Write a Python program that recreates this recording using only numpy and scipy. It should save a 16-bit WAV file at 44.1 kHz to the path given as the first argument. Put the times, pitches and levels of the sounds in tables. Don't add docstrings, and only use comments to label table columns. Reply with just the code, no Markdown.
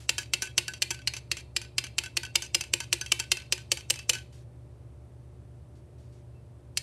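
import sys
import numpy as np
from scipy import signal
from scipy.fft import rfft, irfft
from scipy.io import wavfile
from scipy.ndimage import uniform_filter1d

SR = 44100
rng = np.random.default_rng(int(sys.argv[2]) if len(sys.argv) > 2 else 0)


def gain_from_db(level_db):
    decades = np.asarray(level_db, float) / 20
    return 10 ** decades


def transcribe(signal):
    frames = np.atleast_2d(signal).T
    limited = np.clip(frames, -1, 1)
    pcm = np.round(limited * 32767).astype(np.int16)
    wavfile.write(sys.argv[1], SR, pcm)


N = 300762

# (time [s], beak level [dB], delay of the slap on the wood [ms], slap level [dB], wood knock level [dB])
RAPS = [(0.0925, -6.5, 2.26, -13.5, -47), (0.3356, -6.5, 4.6, -25.5, -45.5), (0.5793, -4, 4.4, -15.5, -42),
        (0.8204, -7.5, 4.3, -12, -49.5), (1.0736, -12, 5.6, -23.5, -57), (1.3151, -11, 2.96, -21, -43.5),
        (1.564, -13, 2.25, -12.5, -45), (1.7817, -8, 3.2, -16, -51.5), (1.9824, -11, 3.78, -9, -49),
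        (2.1688, -13.5, 3.7, -10, -42.5), (2.3551, -6, 2.23, -7, -42.5), (2.5463, -6.5, 3.84, -7, -41.5),
        (2.7348, -14, 2.77, -6.5, -39), (2.928, -4.5, 3.1, -16, -39), (3.1184, -8, 3.3, -3.5, -43),
        (3.3168, -5.5, 2.04, -7, -41), (3.5233, -6, 1.3, -20, -41.5), (3.717, -4, 1.9, -28, -41.5),
        (3.9003, -12, 5, -6, -46.5), (4.0942, -4, 2.9, -8, -46), (6.7725, -10, 1.9, -19.5, -66)]
# (time [s], place [0 centre - 1 rim])
BEAK_PLACE = [(0.09, 0.28), (0.82, 0.36), (1.3, 0.11), (2.1, 0.25), (2.45, 0.58), (2.75, 0.44), (3.3, 0.43),
              (4.0, 0.93), (6.77, 0.93)]
# (frequency [Hz], bandwidth [Hz], level [dB])
HELD_LID = [(2760, 160, -3), (3080, 140, -6), (4430, 170, -2), (5020, 140, -1), (6050, 400, -5),
            (6640, 160, -7), (7410, 140, -3), (8290, 140, -12), (9720, 160, -14), (10800, 200, -18)]
# (frequency [Hz], level [dB], T60 [s])
WOOD = [(353.4, 0.5, 0.15)]
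# (frequency [Hz], level [dB], T60 [s])
UPPER_WOOD = [(498.4, 4, 0.068), (542, 7.5, .05), (690, -4, 0.034), (884, 0, 0.047)]


def raps():
    out, hz = np.zeros(N), bins(8192)
    held = [(f, db, 3.1 / width) for f, width, db in HELD_LID]
    push = 1 - np.exp(-np.arange(8192) / SR / 0.0033)
    for s, beak_db, gap_ms, slap_db, knock_db in RAPS:
        place = np.interp(s, *np.transpose(BEAK_PLACE))
        softer_db = -10 * np.log10(gain_from_db(beak_db) ** 2 + gain_from_db(slap_db) ** 2)

        click = gain_from_db(6.5) * burst(8192, 0, 0.092, 0.1)
        chatter = gain_from_db(-7) * burst(8192, 0, 4.64, 1.3)
        beak = gain_from_db(beak_db) * (click + chatter)
        slap = gain_from_db(slap_db - 1) * burst(8192, gap_ms, 1.8, 2.3)

        rim_db = tilt(hz, -8.5 + 7.5 * place + 3)
        low_db = (-2.5 + 0.58 * softer_db) * hump(hz, 1770, 0.34)
        mid_db = (-5 + 1.07 * softer_db) * hump(hz, 4400, 0.18)
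        add(out, s, gain_from_db(4) * lid(beak + slap, held, rim_db + low_db + mid_db, -13))

        lowest = gain_from_db(3.5) * ring(WOOD, 8192, 0, 0.019)
        upper = gain_from_db(-10 + 20 * place) * ring(UPPER_WOOD, 8192, 2.5, 0.02)
        add(out, s + gap_ms / 1000, gain_from_db(knock_db) * push * (lowest + upper))
    return out


# (frequency [Hz], level [dB])
CRACK = [(290, -30), (500, -19.5), (1730, -11), (2850, 4.5), (3710, -5.5), (4420, -2), (6010, 1),
         (6860, -5.5), (7380, -2.5), (8670, -10), (9600, -5.5), (15600, -29.5), (16500, -41.5)]
# (frequency [Hz], level [dB])
CRACK_EDGES = [(200, -26.5), (400, 0), (12700, -0.5), (13400, -4.5), (15900, -5), (16600, -14)]


def lid(force, modes, colour_db, mode_db):
    hz, force = bins(len(force)), even(force)
    crack = shape(force, curve(CRACK, hz) + curve(CRACK_EDGES, hz) + colour_db)
    response = ring(modes, len(force), 5, 0.012)
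    response = response / np.sqrt(np.sum(response ** 2))
    rings = irfft(rfft(force) * rfft(response) * gain_from_db(colour_db), len(force))
    return crack + gain_from_db(mode_db) * rings


# (time [s], peak level [dB], free ring level [dB], rocking level [dB])
LANDINGS = [(0.1822, -16.5, -16.5, -24.5), (0.187, -17.5, -25, -19), (0.4217, -16.5, -19.5, -21.5),
            (0.4282, -20, -38, -29), (0.6814, -15.5, -16.5, -28), (0.9063, -18, -40, -41),
            (0.9097, -18, -19.5, -27), (1.1373, -24.5, -25, -20), (1.1668, -25, -30, -14),
            (1.3695, -26, -27, -15), (1.6162, -26.5, -24, -20), (1.8403, -25, -19.5, -20),
            (2.0374, -26.5, -19, -18), (2.2333, -22.5, -16.5, -25), (2.422, -20, -23.5, -19.5),
            (2.6097, -18.5, -32, -30), (2.8038, -19, -17, -23), (3.0125, -18.5, -18, -27.5),
            (3.1932, -24.5, -34.5, -19), (3.1991, -15, -23.5, -43.5), (3.3712, -25, -21.5, -24),
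            (3.5788, -32.5, -18, -18), (3.7727, -25, -21, -16.5), (3.9406, -29.5, -26.5, -17),
            (4.133, -20.5, -27.5, -15.5), (4.152, -26.5, -10, -19)]
# (time [s], peak level [dB], free ring level [dB])
BOUNCES = [(0.232, -33, -27), (0.2587, -46.5, -27), (0.4722, -31, -16), (0.512, -49, -21.5),
           (0.737, -26, -21.5), (0.946, -29, -18), (0.9907, -39, -14), (1.0183, -42, -34),
           (1.187, -72, -19), (1.41, -55, -26), (1.6498, -38.5, -19), (1.6826, -63, -27), (1.868, -31, -28),
           (1.8894, -59.5, -21.5), (2.0609, -26.5, -18), (2.082, -51, -15), (2.251, -26.5, -32),
           (2.2643, -33.5, -16), (2.6386, -29, -22), (2.842, -35, -22), (3.0618, -24.5, -40),
           (3.24, -38, -14), (3.401, -37, -10.5), (3.42, -39, -20), (3.4644, -49, -31), (3.809, -34.5, -35),
           (3.9588, -30.5, -28), (3.991, -28.5, -25), (4.1856, -32, -16)]
# (frequency [Hz], level [dB], T60 [s])
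FREE_LID = [(2400, -8, .04), (2660, 0, .05), (3010, -10, .035), (3230, -7, .035), (3990, -12, .03),
            (4690, -6, .04), (5440, -12, .03), (5900, -12, .035), (6170, -6, .04), (6800, -13, .03),
            (7370, -9, .035), (8110, -15, .025), (9700, -13, .025)]
# (frequency [Hz], level [dB], T60 [s])
LOW_RING = [(1523, 0, .17), (1668, -5, .11), (950, -11, .04)]


def landings():
    clatter, rings, t = np.zeros(N), np.zeros(N), np.arange(8192) / SR
    bounce_rock_db, skid_ms = -21.5, 3.5
    falls = sorted(LANDINGS + [(*row, bounce_rock_db) for row in BOUNCES])
    touches = np.sort([row[0] for row in falls + RAPS])
    for s, peak_db, ring_db, rock_db in falls:
        free_s = min(touches[touches > s + 0.012][0] - s, 0.045)
        stilled = np.exp(-np.maximum(t - free_s, 0) / 0.0038)

        skid = burst(8192, 0, skid_ms, 3.11, 0.25)
        rocking = gain_from_db(rock_db) * stilled * burst(8192, 0, 70, 3.2)
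        bright_db = max(8 + 0.43 * peak_db, -8)
        touch = lid(skid + rocking, FREE_LID, tilt(bins(8192), bright_db), -7)
        add(clatter, s - 0.0008, peak(touch, peak_db + 0.5))

        low = ring(LOW_RING, 8192, 4, 0.004)
        onset = 1 - np.exp(-t / 0.0011)
        add(rings, s, gain_from_db(peak_db + ring_db - 1.5) * onset * stilled * low)
    return clatter, rings


# (frequency [Hz], level [dB], T60 [s])
THUD = [(750, -2.5, 0.035), (900, 0.5, 0.072), (370, -2.5, 0.097)]


def thuds():
    out, push = np.zeros(N), 1 - np.exp(-np.arange(4096) / SR / 0.002)
    for s, peak_db, *_ in LANDINGS:
        level_db = -26 - 21.5 + 1.04 * (peak_db + 20)
        add(out, s, gain_from_db(level_db) * push * ring(THUD, 4096, 3, 0.03))
    return out


# (time [s], length [s], level [dB])
RUSTLES = [
    (0, 0.086, -50.5),
    (4.322, 0.14, -57),
    (5.751, 0.071, -66),
    (5.981, 0.045, -65.5),
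    (6, 0.19, -68),
    (6.12, 0.14, -66),
]


def rustles():
    out = np.zeros(N)
    for s, length, db in RUSTLES:
        u = np.linspace(0, 1, int(length * SR))
        grain = rng.standard_normal(len(u)) * gain_from_db(1.6 * rng.exponential(size=len(u)))
        add(out, s, gain_from_db(db) * grain * np.minimum(u / 0.045, 1) * (1 - u) ** 0.93)
    return signal.sosfilt(signal.butter(2, (1500, 8000), "bandpass", fs=SR, output="sos"), out)


def peep():
    out = np.zeros(N)
    s, length, hz, db = 6.345, 0.06, 2670, -66
    t = np.arange(int(3 * length * SR)) / SR
    swell = 6 * t / length * np.exp(-3.5 * t / length)
    waver = 0.4 * np.sin(2 * np.pi * 45 * t)
    add(out, s, gain_from_db(db) * swell * np.sin(2 * np.pi * hz * t + waver))
    return out


def echoes(near):
    out, edges = np.zeros(N), [int((row[0] - 0.002) * SR) for row in RAPS] + [N]
    for a, b in zip(edges, edges[1:]):
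        tail = signal.fftconvolve(near[a:min(b, a + 2 ** 14)], room())[:N - a]
        out[a:a + len(tail)] += tail
    return out


# (frequency [Hz], level [dB])
ROOM = [(530, -37), (900, -16), (1290, -30.5), (1470, -17.5), (1620, -20), (2500, -7.5), (3770, -15.5),
        (4860, -16), (5280, -17), (9530, -20), (12000, -29.5), (13400, -34), (16000, -51.5)]
# (frequency [Hz], T60 [s])
ROOM_T60 = [(1000, 0.24), (2600, 0.31), (4000, 0.36), (8000, 0.26), (15000, 0.31)]


def room():
    t = np.arange(2 ** 14) / SR
    hz, noise, tail = bins(len(t)), rfft(rng.standard_normal(len(t))), 0
    for centre in 700 * 2 ** np.arange(0, 4.6, 0.5):
        band = irfft(noise * np.clip(1 - np.abs(2 * np.log2((hz + 1) / centre)), 0, 1))
        tail = tail + band * 1000. ** (-t / curve(ROOM_T60, centre))
    return shape(tail * np.clip(t / 0.003, 0, 1), curve(ROOM, hz) - curve(CRACK, hz))


# (frequency [Hz], level [dB rms])
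HUM = [(68.9, -54), (77.5, -60), (119.95, -51.5), (359.9, -67), (589.95, -69.5), (696.9, -99)]
# (frequency [Hz], level [dB per Hz])
AIR = [(15, -47.5), (35, -13.5), (45, -16), (58, -13.5), (66, -3.5), (115, 2), (150, -4.5), (190, -13.5),
       (340, -13.5), (700, -22), (1500, -34), (4000, -42.5), (7000, -45.5), (9000, -42), (13000, -52.5),
       (16000, -60)]


def hum():
    t = np.arange(N) / SR
    lines = 0
    for hz, db in HUM:
        sway_db = 1.2 * np.interp(t, np.linspace(0, t[-1], 30), rng.standard_normal(30))
        tone = np.sin(2 * np.pi * (hz * t + rng.random()))
        lines = lines + np.sqrt(2) * gain_from_db(db + sway_db) * tone
    air = irfft(rfft(rng.standard_normal(N)) * gain_from_db(curve(AIR, bins(N))), N)
    return lines + air / air.std() * gain_from_db(-52)


def ring(modes, size, scatter_db, detune):
    t = np.arange(size) / SR
    luck = rng.standard_normal((len(modes), 2))
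    out = 0
    for (hz, db, t60), (a, b) in zip(modes, luck):
        tone = np.sin(2 * np.pi * hz * (1 + detune * b) * t)
        out = out + gain_from_db(db + scatter_db * a) * tone * 1000. ** (-t / t60)
    return out


def burst(size, start_ms, fade_ms, grain_db, rise_ms=0.092):
    ms = np.maximum(np.arange(size) / SR * 1000 - start_ms, 0)
    grains = np.minimum(rng.exponential(size=size), 4.5)
    chatter = rng.standard_normal(size) * gain_from_db(grain_db * grains)
    return chatter / chatter.std() * np.exp(-ms / max(fade_ms, 0.1)) * (1 - np.exp(-ms / rise_ms))


def even(force):
    power = np.abs(rfft(force)) ** 2
    broad = uniform_filter1d(power, size=len(force) // 64)
    return shape(force, 8 * np.log10(power.mean() / broad))


def shape(x, gain_db):
    cep = irfft(gain_db * np.log(10) / 20, len(x))
    cep[1:len(x) // 2] *= 2
    cep[len(x) // 2 + 1:] = 0
    return irfft(rfft(x) * np.exp(rfft(cep)), len(x))


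def tilt(hz, bright_db):
    return bright_db * np.tanh(2 * np.log2((hz + 1) / 4500)) / 2


def hump(hz, centre_hz, octaves):
    return np.exp(-(np.log2((hz + 1) / centre_hz) / octaves) ** 2)


def curve(table, hz):
    f, v = np.transpose(table)
    return np.interp(np.log(hz + 1), np.log(f), v)


def bins(size):
    return np.arange(size // 2 + 1) * SR / size


def peak(x, db):
    return x * gain_from_db(db) / np.abs(x).max()


def add(track, s, x):
    i = int(s * SR)
    track[i:i + len(x)] += (x * np.minimum(np.linspace(4, 0, len(x)), 1))[:N - i]


def scene():
    clatter, rings = landings()
    near = raps() + clatter
    tail = gain_from_db(-32.5) * echoes(near)
    return (near + rings + tail + rustles() + peep() + hum() + thuds())[None]


def sparse_top(x):
    edge_hz, threshold_db = 13040, -81
    hz, _, cells = signal.stft(x, SR, nperseg=512)
    luck = uniform_filter1d(rng.standard_normal(cells.shape), size=3, axis=1)
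    luck = uniform_filter1d(luck, size=9, axis=2)
    strong = uniform_filter1d(np.abs(cells), size=3, axis=1) > gain_from_db(threshold_db + 55 * luck)
    kept = cells * (strong | (hz < edge_hz)[:, None])
    return signal.istft(kept, SR, nperseg=512)[1][:, :N]


# (frequency [Hz], level [dB])
SMEAR = [(1500, -29), (3000, -22), (5000, -19), (5900, -11), (6600, -17.5), (7400, -11.5), (7800, -12),
         (8100, 3.5), (8600, -18), (12000, -29)]


def smear(x):
    noise = irfft(rfft(rng.standard_normal(1024)) * gain_from_db(curve(SMEAR, bins(1024))))
    swell = np.exp(np.linspace(-1024 / SR / 0.0045, 0, 1024))
    ahead = noise / np.sqrt(np.sum(noise ** 2)) * swell
    return x + gain_from_db(-14.5) * signal.fftconvolve(x, ahead[None])[:, 1023:]


def top_cut(x):
    return signal.sosfilt(signal.butter(12, 16990, fs=SR, output="sos"), x)


def record(dry):
    x = signal.sosfilt(signal.butter(2, 40, "highpass", fs=SR, output="sos"), dry)
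    x = smear(x)
    x = np.tanh(1.086 * x) / 1.134
    x = signal.sosfilt(signal.ellip(8, 0.2, 60, 16300, fs=SR, output="sos"), x)
    x = sparse_top(x)
    return top_cut(x)


dry = scene()
out = record(dry)
transcribe(out)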